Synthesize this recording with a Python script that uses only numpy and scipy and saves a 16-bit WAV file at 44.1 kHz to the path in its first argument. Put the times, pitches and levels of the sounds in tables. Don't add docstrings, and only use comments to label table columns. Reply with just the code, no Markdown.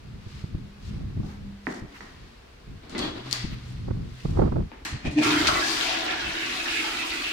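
import sys
import numpy as np
from scipy import signal
from scipy.fft import rfft, irfft, next_fast_len
from scipy.io import wavfile
from scipy.ndimage import uniform_filter1d, map_coordinates

SR = 44100
rng = np.random.default_rng(int(sys.argv[2]) if len(sys.argv) > 2 else 0)


def pcm_store(signal):
    levels = np.round(np.clip(np.atleast_2d(signal), -1, 1) * 32767)
    wavfile.write(sys.argv[1], SR, levels.astype(np.int16).T)


N = 322812
FLUSH_S = 5.22
# f/Hz, left-right correlation
ROOM_COHERENCE = [(60, 1), (200, 1), (330, 0.78), (550, -0.42), (1200, 0.11), (4000, -0.031)]


def flush():
    # t/s, level/dB, centre f/Hz, decay time/s
    slaps = [(5.232, -33, 5130, 0.02), (5.303, -24.5, 2580, 0.04), (5.39, -34, 4220, .015),
             (5.47, -20.5, 3850, 0.022), (5.66, -35, 4800, 0.13)]
    # t/s, level/dB, centre f/Hz, decay time/s
    glugs = [(5.483, -22, 1239, 0.038), (6.08, -31.5, 2300, 0.06), (6.29, -36, 2380, 0.045),
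             (6.658, -35, 1710, 0.055), (6.68, -33.5, 2660, 0.21), (7.02, -36, 2609, .05),
             (7.12, -36, 2500, 0.036), (7.24, -32.5, 2730, .088)]
    # t/s, left-right level difference/dB
    turn = [(5.2, -1), (5.7, 1), (6.2, -0.5), (6.7, -1), (7.3, -2.5)]
    water = bowl_and_trap() + backwash() + splashing()
    water += bursts(slaps, relative_width=3.1) + bursts(glugs, relative_width=0.16)
    return water * amp(curves(turn)[0] * np.array([[.5], [-.5]]))


def flow_db(layer):
    layers = {"roar": (-42.5, 3, 6, 0.9), "backwash": (-55.5, 17, 5.5, .12), "throat": (-42, 11, 6, 0.73),
              "splash": (-35.5, 6, 5.5, 0.4), "spray": (-40, 6, 6, 0.03), "mist": (-49, 4.5, 6, 0.2)}
    steady_db, excess_db, s, easing_s = layers[layer]
    return steady_db + excess_db * (1 - step(s, easing_s))


def bowl_and_trap():
    # f/Hz, bandwidth/Hz, level/dB
    bowl_modes = [(259.6, 8.4, 4), (316.7, 51, 7), (344, 35, -11), (420, 17, -2.5)]
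    # f/Hz, bandwidth/Hz, level/dB
    trap_modes = [(577, 20, -3.5), (670, 22, 3), (739, 21, 4.5), (903, 30, -2.5)]
    age = np.maximum(clock() - FLUSH_S, 0)
    trapped_air_db = 19.5 * np.exp(-(age / 0.31) ** 2)
    roar = amp(flow_db("roar") + trapped_air_db + wobble(18)) * cavity(bowl_modes, 253, 453)
    roar *= 0.33 + 0.63 * step(5.42, 0.028)
    filling_db = -43.5 - 6.5 * age
    siphon_db = 9.5 * bell(6.03, 0.13)
    gurgle = amp(filling_db + siphon_db + 2.5 * wobble(14)) * cavity(trap_modes, 526, 970)
    return (roar + gurgle) * step(5.2, 0.011)


def backwash():
    # f/Hz, level/dB
    spectrum = [(30, -14), (80, -3), (130, 7), (180, 1), (230, -11), (500, -45), (1000, -72)]
    drained_db = 9 * step(6.6, 0.11)
    return amp(flow_db("backwash") - drained_db) * coloured(white(), spectrum) * step(5.12, .02)


def splashing():
    # f/Hz, level/dB
    throat_spectrum = [(400, -27), (520, -12), (640, -2.5), (830, -3), (950, -4), (1250, -4), (1550, -3.5),
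                       (1900, 1), (3000, -33)]
    # f/Hz, level/dB
    splash_spectrum = [(900, -46), (1400, -6.5), (1800, -6.5), (2500, -3.5), (3200, -5), (3900, -6.5),
                       (5000, -14), (7000, -43)]
    # f/Hz, level/dB
    spray_spectrum = [(2000, -19.5), (3200, -1), (4000, -2), (4800, -2.5), (6000, -6.5), (7500, -13.5),
                      (10000, -31), (15800, -50)]
    # f/Hz, level/dB
    mist_spectrum = [(4500, -27), (6500, 0), (7800, 0), (10000, -5), (13000, -11.5), (15800, -14.5)]
    big = bubbles(centre_hz=1252, scatter=0.254, cycles=14.3, size_db=4.5, count=1600)
    big = froth(big, drops_db=-1.5, direct_db=-8)
    small = bubbles(centre_hz=2398, scatter=0.271, cycles=23.0, size_db=3.5, count=2800)
    small = froth(small, drops_db=-2.0, direct_db=-7.5)
    fine = bubbles(centre_hz=6070, scatter=0.506, cycles=4.7, size_db=5.5, count=8000)
    fine = froth(fine, drops_db=-5.5, direct_db=-3.0)
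    refill_db = 3 * bell(6.79, 0.064)
    shade_db = bell(6.13, 0.17)
    throat = amp(flow_db("throat") + 0.97 * wobble(22))
    throat = throat * coloured(clusters(big, depth_db=1.4), throat_spectrum)
    splash = amp(flow_db("splash") + refill_db + 0.96 * wobble(30))
    splash = splash * coloured(clusters(small, depth_db=0.86), splash_spectrum)
    spray = amp(flow_db("spray") + refill_db - shade_db + 0.65 * wobble(45))
    spray = spray * coloured(clusters(fine, depth_db=0.9), spray_spectrum)
    mist = amp(flow_db("mist") + refill_db - 7.5 * shade_db + 1.2 * wobble(50))
    mist = mist * coloured(clusters(white(), depth_db=1.5), mist_spectrum)
    return (throat + splash + spray + mist) * step(FLUSH_S, 0.014)


def bubbles(centre_hz, scatter, cycles, size_db, count):
    when, pitch, size = rng.random(count), rng.standard_normal(count), rng.exponential(size=count)
    hz = np.clip(centre_hz * np.exp(scatter * pitch), 300, SR / 3)[:, None]
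    k = np.arange(SR // 100)
    age = hz * k / SR / cycles
    envelope = amp(size_db * np.minimum(size, 4))[:, None] * np.exp(-2 * age)
    rings = envelope * np.sin(2 * np.pi * cycles * age * (1 + 0.045 * np.minimum(age, 2)))
    samples = (when * N).astype(int)[:, None] + k
    return unit(np.bincount(samples.ravel(), rings.ravel(), N)[:N])


def froth(drops, drops_db, direct_db):
    turns = np.maximum(np.cos(2 * np.pi * (clock() / .7 + np.arange(3)[:, None] / 3)), 0)
    walls = sum(reverberation(drops * share) for share in turns / np.linalg.norm(turns, axis=0))
    direct = np.array([drops, np.roll(drops, SR // 4000)])
    return white() + amp(drops_db) * (walls + amp(direct_db) * direct)


def clusters(pair, depth_db):
    z = signal.stft(pair, nperseg=1024)[2]
    field = uniform_filter1d(rng.standard_normal(z.shape[1:]), size=5, axis=0)
    field = uniform_filter1d(field, size=6, axis=1)
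    return signal.istft(z * amp(depth_db * field / field.std()), nperseg=1024)[1][:, :N]


def bursts(rows, relative_width):
    return sum(amp(db) * step(s, 0.0015) * np.exp(-np.abs(clock() - s) / decay)
               * hiss(hz, relative_width * hz) for s, db, hz, decay in rows)


def pipe(resonance_hz=299):
    # t/s, level/dB, half-length/s
    surges = [(5.124, -33, 0.014), (5.184, -12.5, 0.013), (5.22, -22.5, 0.019), (5.289, -20.5, 0.016),
              (5.333, -18.5, 0.011), (5.372, -17.5, .007), (5.412, -19.5, .008)]
    out = np.zeros(N)
    for s, db, half in surges:
        t = clock() - s
        envelope = amp(db) * np.exp(-np.abs(t / half) ** 2.05 / 2)
        out += envelope * np.sin(2 * np.pi * (resonance_hz * t + rng.random()))
    return out


def valve():
    # f/Hz, bandwidth/Hz, level/dB
    modes = [(615, 78, 0.5), (696, 68, 0), (1820, 110, -2), (2410, 120, 2.5), (2940, 140, -21),
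             (5030, 3500, -25)]
    # t/s, level/dB, half-length/s
    gulps = [(5.07, -38.5, 0.02), (5.195, -29.5, 0.015), (5.228, -35, 0.012)]
    hollow = filtered(white(), lambda f: resonances(modes, f) * band(450, 7000, f))
    trickle = amp(-52.5) * step(gulps[0][0], .02)
    return np.hypot(swells(gulps), trickle) * amp(1.4 * wobble(70)) * unit(hollow)


def knocks():
    # "handle" is any bright click, "door" any broad knock.
    # The flush button clicks at 4.850 s; the valve knocks at 5.051 s and ticks at 5.111 s.
    contacts = [(1.231, "heel", -54, -44, -40), (1.669, "floor", -31, -32, -27.5),
                (2.007, "floor", -45, -40.5, -44.5), (2.896, "handle", -54, -46, -60),
                (2.925, "door", -53, -54, -39), (2.950, "door", -45, -32.5, -27),
                (2.981, "handle", -40.5, -34.5, -37), (2.992, "handle", -37, -43, -38),
                (3.312, "handle", -38, -33, -69), (3.328, "latch", -26.5, -30, -55),
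                (3.331, "spring", -41, -43, -60), (3.332, "door", -52, -30.5, -70),
                (4.717, "plate", -48, -43, -43), (4.850, "handle", -50, -32, -51),
                (4.851, "spring", -54, -45, -60), (4.852, "button", -49, -29, -39),
                (4.934, "door", -49, -49, -43), (5.051, "door", -49, -36, -29),
                (5.067, "valve", -43, -40, -49), (5.111, "handle", -58, -42.5, -49),
                (5.187, "valve", -35, -37, -25)]
    timbres = {"heel": (502, 1100, 797, 2), "floor": (652, 2050, 1882, -10), "door": (652, 4000, 2005, 1),
               "handle": (2300, 8000, 4230, 6), "latch": (3360, 6600, 4600, 9),
               "spring": (8300, 13000, 7600, 5), "plate": (470, 2660, 900, 9),
               "button": (730, 2900, 1860, 2), "valve": (2148, 2900, 2470, -1)}
    # f/Hz, bandwidth/Hz, level/dB
    panel_modes = [(265, 80, 8.5), (372, 65, -5), (800, 660, -6)]
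    out, size = np.zeros((2, N + 2 * SR)), 4096
    f = np.fft.rfftfreq(size, 1 / SR)
    thud = impulse(resonances(panel_modes, f) * band(89.5, 670, f))
    for s, timbre, direct_db, room_db, thud_db in contacts:
        low_hz, high_hz, hz, lean_db = timbres[timbre]
        crack = band(low_hz, high_hz, f, order=5)
        snap = impulse(crack * (0.32 + resonances([(hz, 0.084 * hz, 0)], f)))
        ring = impulse(crack * (1 + resonances([(hz, 0.077 * hz, 3)], f)))
        echoes = reverberation(amp(room_db) * ring + amp(thud_db) * thud)
        sound = spread(echoes, ROOM_COHERENCE)[:, :SR]
        pan = amp([[lean_db / 2], [-lean_db / 2]])
        sound[:, :size] += amp(direct_db) * snap * pan + amp(thud_db - 9.0) * thud
        out[:, round(s * SR):][:, :SR] += sound
    return out[:, :N]


def handle():
    # t/s, level/dB
    shakes = [(2.981, -42), (3.012, -43), (3.328, -47)]
    # f/Hz, level/dB, T60/s
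    modes = [(2697, -3, .5), (3350, 3.5, 0.75), (3550, -2, 0.59), (4350, 0, 0.44), (4740, -2, 0.51),
             (12300, -16, .17)]
    out = np.zeros((2, N))
    t = np.arange(SR // 2) / SR
    for s, db in shakes:
        for hz, mode_db, t60 in modes:
            tone = np.sin(2 * np.pi * (hz * t + rng.random((2, 1))))
            out[:, round(s * SR):][:, :len(t)] += amp(db + mode_db - 60 * t / t60) * tone
    return out * (0.88 + 0.68 * wobble(100))


def door():
    # f/Hz, level/dB
    spectrum = [(100, 4.5), (170, 3.5), (300, 13.5), (480, 2.5), (1200, -1), (2500, -7), (4000, -5.5),
                (6000, -20.5), (15000, -44)]
    push = held(2.976, 3.08, rise_db_per_s=140, fall_db_per_s=50)
    return push * amp(-34.5 + 2.6 * wobble(45)) * coloured(white(), spectrum)


def buffeting():
    # t/s, level/dB, half-length/s
    gusts = [(0.14, -39.5, 0.075), (0.37, -41.5, 0.045), (0.57, -35.5, 0.076), (1.0, -31, 0.1),
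             (1.22, -32, 0.063), (1.44, -39.5, 0.077), (1.835, -34, 0.016), (2.21, -48.5, 0.067),
             (2.72, -38.5, .04), (3.07, -45.5, 0.11), (3.52, -33, 0.053), (3.78, -37, 0.11),
             (3.97, -30, 0.095), (4.3, -28, 0.034), (4.425, -21, 0.06), (4.585, -24, 0.046),
             (4.945, -31, 0.017), (5.075, -25, 0.017), (5.5, -38.5, 0.084), (6.28, -40, 0.026)]
    # t/s, relative rumble level/dB, relative crackle level/dB
    puffs = [(0.268, -22, -60), (0.441, -21.5, -54), (0.549, -17, -53), (1.17, -17, -52),
             (1.198, -13.5, -53), (3.446, -13.5, -54), (3.883, -20, -41), (3.907, -16, -39.5),
             (4.253, -17.5, -37), (4.372, -22, -34.5), (4.392, -21, -28), (4.419, -18, -26.5),
             (4.476, -24, -36.5), (4.523, -18, -35), (4.562, -16, -34)]
    # f/Hz, level/dB
    rumble_spectrum = [(15, -18), (45, 1.5), (130, 0.5), (200, -6), (300, -15), (500, -26.5), (1000, -75)]
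    # f/Hz, level/dB
    eddy_spectrum = [(60, -22), (200, -1), (350, 2), (600, -7), (1200, -17.5), (1700, -29), (2300, -39),
                     (4000, -74)]
    # f/Hz, left-right correlation
    coherence = [(50, 1), (150, 0.69), (280, 0.27), (550, -0.88), (1500, 0.26)]
    blow = np.hypot(amp(-57.5), swells(gusts))
    push, crackle = np.zeros(N), np.zeros(N)
    for s, db, crackle_db in puffs:
        jolt = np.exp(-((clock() - s - .003) / 0.0062) ** 2)
        push += amp(db - 7.5) * jolt
        crackle += amp(crackle_db + 7.0) * jolt
    rumble = np.hypot(blow, push) * coloured(white(), rumble_spectrum, coherence)
    eddy_gain = amp(-6) * blow * np.minimum(blow / amp(-19.5), 1.5) ** 1.58 * amp(2.9 * wobble(130))
    eddies = np.hypot(eddy_gain, crackle) * coloured(white(), eddy_spectrum, coherence)
    return rumble + eddies * amp([[-5], [3]])


def soles():
    # t/s, level/dB, centre f/Hz, half-length/s
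    scuffs = [(0.366, -60.5, 4400, 0.055), (0.864, -58.5, 4500, 0.03), (1.297, -60.5, 4340, 0.052),
              (1.325, -55.5, 1500, 0.032), (1.26, -58, 800, .02), (1.739, -53, 4800, 0.048),
              (1.962, -51, 1780, 0.023), (2.022, -59, 4470, 0.076), (3.53, -47.5, 2410, 0.017),
              (3.697, -64.5, 6000, 0.038), (4.21, -57, 2980, 0.048), (4.27, -63.5, 5800, 0.13)]
    rub = sum(amp(db) * bell(s, half) * hiss(hz, 2.3 * hz) for s, db, hz, half in scuffs)
    grit = amp(-20) * swells([(s, db, half) for s, db, hz, half in scuffs]) * hiss(11640, 9000)
    return (rub + grit) * amp(1.9 * wobble(150))


def clothes(stands_still_s=5.6):
    # t/s, level/dB, half-length/s
    sweeps = [(.36, -56, 0.1), (.92, -57.5, 0.075), (2.18, -60.5, .16), (3.36, -44.5, 0.083),
              (3.6, -56, 0.26), (4.3, -55.5, 0.18)]
    # f/Hz, level/dB
    spectrum = [(400, -22), (1000, 2.5), (2200, 3), (4500, 1), (7000, -11), (10000, -18), (15000, -32)]
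    swish = np.hypot(amp(-63.5) * (1 - step(stands_still_s, .05)), swells(sweeps))
    return swish * amp(0.21 * wobble(40)) * coloured(white(), spectrum)


def reverberation(x):
    # f/Hz, T60/s
    decay_times = [(100, 0.58), (300, 0.8), (1000, 0.63), (3000, 0.69), (6000, 0.54), (12000, 0.24)]
    hz, t, z = signal.stft(rng.standard_normal((2, SR)), SR, nperseg=256)
    tail = signal.istft(z * amp(-60 * t / along(decay_times, hz)[:, None]), SR, nperseg=256)[1]
    return signal.fftconvolve(x[None], tail / np.linalg.norm(tail[0]), axes=1)[:, :N]


def hums():
    def tone(db, hz):
        return amp(db + 2.1 * wobble(17)) * np.sin(2 * np.pi * hz * clock() + .5 * wobble(12))
    passage = tone(db=-41.0, hz=201.3) * held(1.5, 1.49, rise_db_per_s=12, fall_db_per_s=47)
    cubicle = tone(db=-38.5, hz=125.2) * held(3.31, 4.06, rise_db_per_s=95, fall_db_per_s=42)
    return passage + cubicle


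def room_air():
    # f/Hz, level/dB
    spectrum = [(15, -43), (25, 4), (64, 2.5), (170, -25.5), (205, -6.5), (299, -12.5), (403, -9),
                (513, -12), (557, -14), (1250, -17.5), (1680, -19), (2590, -21.5), (15800, -45.5)]
    return amp(-51.5) * coloured(white(), spectrum)


def amp(db):
    return 10 ** (np.asarray(db) / 20)


def unit(x):
    return x / np.sqrt(np.mean(np.atleast_2d(x).mean(axis=0) ** 2) + 1e-20)


def along(points, hz):
    f, v = np.transpose(points)
    return np.interp(np.log(hz + 1), np.log(f + 1), v)


def clock():
    return np.arange(N) / SR


def curves(rows):
    s, *cols = np.transpose(rows)
    return [np.interp(clock(), s, c) for c in cols]


def step(s, rise):
    return .5 + .5 * np.tanh((clock() - s) / rise)


def bell(s, half):
    return np.exp(-((clock() - s) / half) ** 2 / 2)


def swells(rows):
    return np.sqrt(sum((amp(db) * bell(s, half)) ** 2 for s, db, half in rows))


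def held(start, stop, rise_db_per_s, fall_db_per_s):
    rise_db = rise_db_per_s * np.maximum(start - clock(), 0)
    fall_db = fall_db_per_s * np.maximum(clock() - stop, 0)
    return amp(-rise_db - fall_db)


def wobble(rate):
    return map_coordinates(rng.standard_normal(int(N * rate / SR) + 4), [clock() * rate])


def filtered(x, response):
    m = next_fast_len(N + SR // 2)
    return irfft(rfft(x, m) * response(np.fft.rfftfreq(m, 1 / SR)), m)[..., :N]


def resonances(modes, f):
    return sum(amp(db) * 1j * f * w / (c * c - f * f + 1j * f * w) for c, w, db in modes)


def band(low_hz, high_hz, f, order=4):
    skirt = lambda s: 1 / np.polyval(signal.butter(order, 1, analog=True)[1], s)
    return skirt(1j * f / high_hz) * skirt(low_hz / (1j * f + 1e-6))


def impulse(response):
    pulse = irfft(response)
    return pulse / np.linalg.norm(pulse) * np.sqrt(SR / 100)


def spread(pair, coherence):
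    angle = lambda hz: np.arccos(np.clip(along(coherence, hz), -1, 1)) / 2
    mid, side = filtered(pair, lambda hz: np.array([np.cos(angle(hz)), np.sin(angle(hz))]))
    return np.array([mid + side, mid - side])


def white():
    return rng.standard_normal((2, N))


def coloured(pair, spectrum, coherence=ROOM_COHERENCE):
    return unit(spread(filtered(pair, lambda hz: amp(along(spectrum, hz))), coherence))


def hiss(hz, width_hz):
    return unit(filtered(white(), lambda f: resonances([(hz, width_hz, 0)], f) * band(hz / 2, hz * 1.43, f)))


def cavity(modes, low_hz, high_hz):
    ringing = filtered(white(), lambda f: resonances(modes, f) * band(low_hz, high_hz, f))
    return unit(spread(ringing, ROOM_COHERENCE))


def scene():
    # f/Hz, left-right level difference/dB
    imbalance = [(300, 0.5), (650, 4), (1200, -1), (2500, -1.5), (4500, 7), (8000, 2.5), (13000, -4.5)]
    ports = lambda hz: amp(np.array([along(imbalance, hz), -along(imbalance, hz)]) / 2)
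    sound = room_air() + clothes() + soles() + door() + hums()
    sound += knocks() + handle() + valve() + pipe() + flush()
    return filtered(sound, ports) + buffeting()


def record(dry):
    return filtered(dry, lambda hz: hz < 15850)


dry = scene()
out = record(dry)
pcm_store(out)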